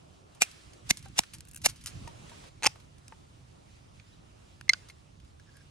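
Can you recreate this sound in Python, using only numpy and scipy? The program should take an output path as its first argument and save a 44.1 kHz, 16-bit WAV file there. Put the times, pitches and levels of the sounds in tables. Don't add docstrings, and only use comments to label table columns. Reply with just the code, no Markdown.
import sys
import numpy as np
from scipy import signal
from scipy.fft import rfft, irfft
from scipy.io import wavfile
from scipy.ndimage import uniform_filter1d

SR = 44100
rng = np.random.default_rng(int(sys.argv[2]) if len(sys.argv) > 2 else 0)


def wav_out(sig):
    wavfile.write(sys.argv[1], SR, np.round(np.clip(np.atleast_2d(sig).T, -1, 1) * 32767).astype(np.int16))


N = 251483


def amp(db):
    return 10 ** (np.asarray(db) / 20)


def unit_rms(x):
    return x / np.sqrt(np.mean(x ** 2) + 1e-20)


def read(points, hz, column=1):
    columns = np.transpose(points)
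    return np.interp(np.log(hz + 1), np.log(columns[0] + 1), columns[column])


def add(mix, s, sound):
    part = mix[..., round(s * SR):][..., :sound.shape[-1]]
    part += sound[..., :part.shape[-1]]


def colour(x, points, tilt_db=0.):
    hz = np.fft.rfftfreq(len(x), 1 / SR)
    log_gain = np.log(amp(read(points, hz) + tilt_db * np.log2(hz / 4000 + .01)))
    fold = irfft(log_gain, len(x))
    fold[1:len(x) // 2] *= 2
    fold[len(x) // 2 + 1:] = 0
    y = irfft(rfft(x) * np.exp(rfft(fold)), len(x))
    return y * np.sqrt(np.mean(x ** 2) / (np.mean(y ** 2) + 1e-30))


def ring(modes, t):
    tones = sum(amp(db - 60 * t / t60) * np.sin(2 * np.pi * (hz * t + rng.random()))
                for hz, db, t60 in modes)
    return tones * (1 - np.exp(-t / 0.000037))


def uneven_noise(count, grain_db, width):
    grain = unit_rms(uniform_filter1d(rng.standard_normal(count), size=width))
    return rng.standard_normal(count) * amp(grain_db * grain)


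def burst(t, decay_s):
    shape = np.exp(-t / max(decay_s, 1e-4)) * (1 - np.exp(-t / .0001))
    puff = shape * uneven_noise(len(t), grain_db=3.0, width=12)
    return puff * np.linalg.norm(shape) / np.linalg.norm(puff) / 2


def bed(points, patchy_db):
    frames, hz = N // 256 + 5, np.fft.rfftfreq(1024, 1 / SR)
    real, imaginary, patches = rng.standard_normal((frames, 513, 3)).T
    patches = uniform_filter1d(patches, size=14, axis=0)
    patches = unit_rms(uniform_filter1d(patches, size=10, axis=1))
    spectrum = (real + 1j * imaginary) * amp(read(points, hz)[:, None] + patchy_db * patches)
    return unit_rms(signal.istft(spectrum, nperseg=1024, noverlap=768)[1][:N])


def stereo(mid, side):
    return amp([[-1.9], [1.9]]) * mid + np.array([side, -side])


def drift():
    t = np.arange(N) / SR
    swells = sum(np.sin(2 * np.pi * (hz * t + rng.random())) / np.sqrt(hz)
                 for hz in np.geomspace(1.5, 10, num=16))
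    return amp(1.1 * unit_rms(swells))


# (time [s], leaf hiss level [dB], murmur level [dB])
BACKGROUND = [(0, -68.5, -68), (0.842, -65, -73), (1.24, -67, -72.5), (1.88, -59.5, -62.5),
              (2.492, -68, -69.5), (4.901, -70.5, -71)]


def background(column):
    start = np.transpose(BACKGROUND)[0]
    step = np.maximum(np.searchsorted(start, np.arange(N) / SR, "right") - 1, 0)
    level_db = np.transpose(BACKGROUND)[column][step]
    return amp(uniform_filter1d(level_db, round(0.014 * SR)))


# (frequency [Hz], relative density [dB])
LEAVES = [(650, -37), (1100, -8.5), (2800, -6), (3800, -6.5), (7150, -11), (10300, -16), (11300, -39),
          (14000, -72)]
# (frequency [Hz], relative density [dB])
LEAVES_SIDE = [(650, -26.5), (1100, 1.5), (1520, -7.5), (2730, -1.5), (3730, -8.5), (11700, -11),
               (16000, -19)]


def leaves():
    level = np.hypot(background(column=1) * drift(), rustle())
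    return stereo(level * bed(LEAVES, 1.4), level * bed(LEAVES_SIDE, 1.5))


# (frequency [Hz], relative density [dB])
MURMUR = [(140, -28.5), (230, -9.5), (376, -3), (468, -7), (624, -7), (1400, -13.5), (1820, -43),
          (3080, -120)]


def murmur():
    level = np.hypot(background(column=2) * drift(), amp(-12.5) * rustle())
    return stereo(level * bed(MURMUR, 1.2), amp(4.5) * level * bed(MURMUR, 1.4))


# (time [s], level [dB])
GUSTS = [(0, -58.5), (.8, -58.5), (.85, -51), (.95, -54), (1.1, -50), (1.15, -55), (1.27, -63), (1.34, -52),
         (1.5, -56), (1.63, -50), (1.7, -46), (1.76, -60.5), (1.84, -49), (1.9, -57.5), (1.98, -41.5),
         (2.1, -51.5), (2.35, -53.5), (2.5, -56.5), (5.7, -57)]
# (frequency [Hz], relative density [dB])
WIND = [(12, -59.5), (20, -44), (25, -33), (40, -10.5), (70, 7.5), (103, -7), (140, -4), (184, -12.5),
        (330, -18.5), (430, -43), (730, -120)]


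def wind():
    time, level_db = np.transpose(GUSTS)
    level = amp(np.interp(np.arange(N) / SR, time, level_db))
    return stereo(level * bed(WIND, 1.3), amp(-10) * level * bed(WIND, 1.3))


# (frequency [Hz], left lead [rad], left minus right [dB], scatter [rad])
PORTS = [(100, 0.66, -0.5, 1), (391, .5, -7, 3.57), (850, 1.5, 3, 1.97), (1976.4, -0.64, -2, 1.43),
         (3520, 2, -2, 2.5), (5710, 1.09, -2.5, -1.86), (8900, 0.93, 3, 2.8), (11550, 1.5, 1, -0.6),
         (12900, 4, 0, -0.4)]


def ports(near, clutter):
    hz = np.fft.rfftfreq(N, 1 / SR)
    lead, pan_db, scatter = (read(PORTS, hz, column=k) for k in (1, 2, 3))
    wobble = np.interp(hz, np.arange(60) * SR / 120, rng.standard_normal(60))
    turn = amp(pan_db / 2) * np.exp(.5j * (lead + clutter * scatter * wobble))
    return irfft(rfft(near) * np.array([turn, 1 / turn]), N)


# (time [s], level [dB], strongest frequency [Hz], decay constant [s])
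SCRATCHES = [(0.348, -50, 7000, 0.0078), (0.514, -40, 4660, 0.004), (0.733, -45.5, 5050, 0.0066),
             (0.971, -33, 6100, 0.0085), (.992, -42, 6440, 0.0032), (1.026, -44, 6000, 0.0062),
             (1.057, -36.5, 1010, 0.0014), (1.084, -44, 7100, 0.0027), (1.202, -29.5, 6500, 0.0032),
             (1.235, -34, 1860, 0.0047), (1.335, -35, 7040, 0.012), (1.384, -40.5, 7400, 0.0022),
             (1.406, -33.5, 7000, 0.0026), (1.346, -41, 6000, 0.0065), (1.616, -43.5, 7100, 0.022),
             (1.681, -37, 6000, 0.0074), (1.687, -32, 5440, 0.0077), (1.696, -31, 5570, 0.0086),
             (1.759, -47.5, 4800, 0.016), (1.809, -47.5, 5400, 0.016), (1.839, -40.5, 7500, 0.0073),
             (1.86, -23, 7450, 0.0032), (1.869, -30, 5500, 0.0144), (2.077, -38.5, 5660, 0.0042),
             (2.295, -42, 2800, 0.0056), (2.332, -50, 900, 0.0079), (2.438, -48, 640, 0.013),
             (2.756, -43.5, 694, 0.0072), (2.8, -50.5, 4000, .008), (2.982, -52, 6120, 0.0069),
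             (3.081, -32.5, 6300, 0.0013), (4.611, -31.5, 1480, 0.0021), (4.886, -43, 5000, 0.0075),
             (4.901, -45, 4970, 0.0055), (5.2, -52, 3000, 0.0055), (5.248, -52.5, 2900, 0.0035),
             (5.398, -50, 5050, .003), (5.568, -46, 7330, 0.0032)]


def scratches():
    out, t = np.zeros(N), np.arange(2048) / SR
    for s, db, hz, decay_s in SCRATCHES:
        treble_db = -6.5 * np.log2(8500 / hz)
        spectrum = [(100, -44), (min(hz / 2, 1200), -9), (hz, 0), (8500, treble_db),
                    (11000, treble_db - 1.5), (16000, treble_db - 23.0)]
        add(out, s, amp(db) * colour(burst(t, decay_s), spectrum))
    return out


# (blades bite [s], stem parts [s], crush level [dB], tail level [dB], tail t60 [s],
#  thud level [dB], steel hum [dB])
CUTS = [(0.402, 0.423, -24, -27, 0.059, -34.5, 2.5), (0.886, 0.9105, -22, -35, 0.014, -17, -12.5),
        (1.169, 1.194, -21.5, -34.5, 0.018, -19, -11), (1.635, 1.664, -17, -24.5, 0.03, -21, -17)]
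GRIP_HZ = [2450, 2150, 2170, 2180]
# (frequency [Hz], relative density [dB])
FIBRE = [(80, -53.5), (290, -20), (500, -12.5), (780, -1.5), (1100, -13.5), (1530, -10.5), (2330, -5.5),
         (2770, -3.5), (3390, -5), (6060, 0.5), (7210, -3.5), (7860, -1), (11100, -8), (12700, -14),
         (15100, -17), (16000, -26)]
BLADE_T60_S = .011
THUD_START_HZ, THUD_SINK_S = 301.17, 0.0072


def stem_cuts():
    out, t = np.zeros(N), np.arange(4096) / SR
    thud_turns = THUD_START_HZ * THUD_SINK_S * np.log(1 + t / THUD_SINK_S)
    thud = np.sin(2 * np.pi * thud_turns) * np.exp(-t / 0.0018)
    for (bite, part, crush_db, tail_db, t60, thud_db, hum_db), grip_hz in zip(CUTS, GRIP_HZ):
        closing = np.clip(t / (part - bite), 0, 1)
        crush = amp(crush_db) * closing ** 2.1
        tail = amp(tail_db - 60 * (t - part + bite) / t60)
        shape = np.where(closing < 1, crush, tail)
        fibres = uneven_noise(len(t), grain_db=4.5, width=25)
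        blade = ring([(grip_hz, 0, BLADE_T60_S)], t)
        hum = signal.fftconvolve(unit_rms(fibres) * shape, blade / np.linalg.norm(blade))
        add(out, bite, colour(fibres, FIBRE) * shape + amp(hum_db) * hum[:len(t)])
        add(out, part + 0.00021, amp(thud_db) * thud)
    return out


# (peak time [s], peak level [dB], t60 [s])
RUSTLES = [(.43, -56, 1.64), (0.872, -58.5, 0.96), (1.05, -58, 0.15), (1.171, -48.5, 0.26),
           (1.68, -59.5, 0.49), (2.681, -62, 0.7), (3.98, -84, 1.3), (4.718, -60.5, 1.06),
           (5.501, -70, 4.5)]


def rustle():
    t, power = np.arange(N) / SR, np.zeros(N)
    for s, db, t60 in RUSTLES:
        rise = np.clip((t - s) / .015 + 1, 0, 1)
        power += (rise * amp(db - 60 * np.maximum(t - s, 0) / t60)) ** 2
    return np.sqrt(power)


# (time [s], level [dB], steel ring level [dB], brightness [dB per octave])
CRACKS = [(0.418, -14.5, -23, -4.5), (0.42, -1, -7, 0), (0.4212, -5.5, -8.5, -1.5), (.9072, -4, -10.5, 0),
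          (.9095, -4.5, -13, 1), (1.1889, -3, -21.5, 1), (1.1913, 1.5, -21.5, -1.5), (1.660, 1, -23.5, 4.5),
          (1.6635, -7, -16, -5.5), (1.6683, -22, -29, 2)]
# (frequency [Hz], relative level [dB], t60 [s])
STEEL = [(4330, -14.5, 0.016), (5260, -3, 0.0042), (6140, -2, 0.016), (7700, -11, .006)]


def stem_cracks():
    out, t = np.zeros(N), np.arange(4096) / SR
    for s, db, steel_db, tilt_db in CRACKS:
        grip_hz = [hz for cut, hz in zip(CUTS, GRIP_HZ) if cut[0] < s][-1]
        tones = [(grip_hz, 0, BLADE_T60_S), (grip_hz + 60, -30, .09), *STEEL]
        crack = colour(burst(t, 0.00083), FIBRE, tilt_db)
        add(out, s, amp(db) * crack + amp(steel_db) * ring(tones, t))
    return out


def trees(x):
    t = np.arange(8000) / SR
    taps = rng.standard_normal((2, len(t))) * amp(-60 * t / 0.26) * (t > .003)
    taps = signal.lfilter([1, -1], [1, -.9], taps)
    return signal.fftconvolve(x[None], taps / np.linalg.norm(taps[0]), axes=1)[:, :N]


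# (time [s], level of knock and ring [dB], ring frequency [Hz], ring t60 [s])
TAPS = [(1.059, -39, 784, 0.09), (1.351, -49.5, 890, 0.063), (2.075, -29.5, 931, 0.057),
        (2.318, -43, 942, 0.08), (3.123, -32.5, 904, 0.044), (3.998, -40, 2443, 0.0153),
        (4.681, -38.5, 2080, 0.015), (4.743, -31, 1494, 0.013), (4.899, -36, 2134, 0.037),
        (5.397, -46.5, 1660, 0.036), (5.475, -53.5, 1666, .03), (5.571, -47, 1636, 0.043)]


def taps():
    out, t = np.zeros(N), np.arange(2048) / SR
    ring_share = 0.43
    for s, db, hz, t60 in TAPS:
        spectrum = [(300, -30), (hz / 2, -9), (hz, 0), (hz * 2.3, -10), (7500, -32), (16000, -60)]
        knock = colour(burst(t, 0.003), spectrum)
        hollow = ring([(hz, 0, t60), (hz * 2, -9, 0.76 * t60), (hz * 2.9, -10, 0.29 * t60)], t)
        add(out, s, amp(db) * ((1 - ring_share) * knock + ring_share * hollow))
    return out


# (time [s], level [dB], decay constant [s], ring of the handles [dB])
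SLIPS = [(1.452, -42, .0015, -14), (1.473, -52, 0.0041, -1), (1.485, -43, 0.0056, -15),
         (1.513, -39.5, 0.0034, -16.5), (1.534, -41, .003, -13), (1.546, -33, 0.0022, -14),
         (1.5597, -31.5, 0.0023, -25.5), (1.5628, -30.5, 0.0023, -13.5), (1.573, -37.5, 0.0056, -10)]
# (frequency [Hz], relative density [dB])
SLIP = [(300, -45), (1200, -22), (4500, -14), (7600, -5), (11000, -6), (16000, -19)]
# (frequency [Hz], relative level [dB], t60 [s])
HANDLES = [(1569, -4.5, 0.016), (2685, -2, 0.017)]


def hinge():
    out, t = np.zeros(N), np.arange(2048) / SR
    for s, db, decay_s, handles_db in SLIPS:
        slip = colour(burst(t, decay_s), SLIP)
        add(out, s, amp(db) * (slip + amp(handles_db) * ring(HANDLES, t)))
    return out


# (time [s], level [dB], strongest frequency [Hz], ring of the tube [dB])
PLEATS = [(2.6245, -26.5, 1900, -9), (2.6328, -14.5, 2780, -20.5), (2.637, -18.5, 2680, -11.5),
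          (2.641, -13, 1640, -21), (2.6445, -14, 2920, -15), (2.6476, -15, 3280, -10),
          (2.6557, -10.5, 2010, -18), (2.661, -7, 2416, -10.5), (2.6650, -4.5, 5250, -15),
          (2.6674, -2.5, 5420, -19.5), (2.6713, -6.5, 2256, -15)]
# (frequency [Hz], relative level [dB], t60 [s])
TUBE = [(799, -7.5, 0.014), (874, -5, 0.028), (1224, -7.5, 0.0053), (1640, -14.5, 0.012),
        (2571, -2.5, 0.021)]


def straw_pleats():
    out, t = np.zeros(N), np.arange(2048) / SR
    for s, db, hz, tube_db in PLEATS:
        spectrum = [(80, -30), (250, -11), (hz / 2, -7), (hz, 0), (6500, -4), (10000, -12), (16000, -36)]
        snap = colour(burst(t, .0011), spectrum)
        pop = ring([(hz, -6, 0.0049)], t)
        add(out, s, amp(db) * (snap + pop + amp(tube_db) * ring(TUBE, t)))
    return out


def chirp():
    length_s, low_hz, arch_hz = 0.054, 3500, 452
    out, arch = np.zeros(N), np.sin(np.pi * np.arange(0, 1, 1 / (length_s * SR)))
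    rough = unit_rms(uniform_filter1d(rng.standard_normal(len(arch)), size=60))
    whistle = np.sin(2 * np.pi * np.cumsum(low_hz + arch_hz * arch) / SR)
    add(out, 4.115, amp(-66) * arch * (0.85 + 0.65 * rough) * whistle)
    return out


# (time [s], pipe level [dB], lowest tone [Hz], tones two to five [dB, four columns],
#  lowest tone t60 [s], crack level [dB], stretch of the upper tones [fraction per step])
PIPES = [(4.6935, 0.5, 2098, -3.5, -12.5, -14.5, -55.5, 0.026, -5, .012),
         (4.7340, -12.5, 1508, -17, 9.5, -28.5, -15.5, 0.015, -14, 0.032)]


def straw_cuts():
    out, t = np.zeros(N), np.arange(2048) / SR
    spectrum = [(600, -43.5), (1300, -5), (6000, -0.5), (9500, -21.5), (12000, -17.0), (16000, -51.0)]
    for s, db, hz, *upper_db, t60, crack_db, stretch in PIPES:
        tones = [(k * hz * (1 + stretch * (k - 1)), tone_db, t60 / k ** 0.55)
                 for k, tone_db in enumerate([0, *upper_db], start=1)]
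        pipe = ring(tones, t) * (1 - np.exp(-t / 0.0021))
        crack = colour(burst(t, 0.0019), spectrum)
        add(out, s, amp(db) * pipe + amp(crack_db) * crack)
    return out


# (frequency [Hz], relative level [dB], t60 [s])
RUB_TONES = [(1627, 4.5, 0.024), (3400, -20.5, 0.0097), (5220, 2.5, 0.0091)]


def straw_rub():
    out, t = np.zeros(N), np.arange(2048) / SR
    from_s, to_s, slips_per_s = 5.46, 5.63, 220
    chance, size = rng.random((round((to_s - from_s) * SR), 2)).T
    slips = (chance < slips_per_s / SR) * (2 * size - 1)
    add(out, from_s, amp(-62.5) * signal.oaconvolve(slips, ring(RUB_TONES, t)))
    return out


def scene():
    stem = stem_cuts() + stem_cracks()
    straw = straw_pleats() + straw_cuts()
    ticks = scratches() + taps() + hinge() + straw_rub()
    near = ports(stem, clutter=1.1) + ports(straw + ticks, clutter=0.32)
    scatter = amp(-31) * trees(stem + amp(1.5) * straw)
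    return near + scatter + leaves() + murmur() + wind() + chirp()


def record(dry):
    low_hz, edge_hz = 35.36, 16500
    roll_off = signal.butter(N=2, Wn=low_hz, btype="high", fs=SR, output="sos")
    band_limit = signal.firwin(511, edge_hz, window=("kaiser", 9), fs=SR)
    return signal.oaconvolve(signal.sosfilt(roll_off, dry), band_limit[None], "same")


dry = scene()
out = record(dry)
wav_out(out)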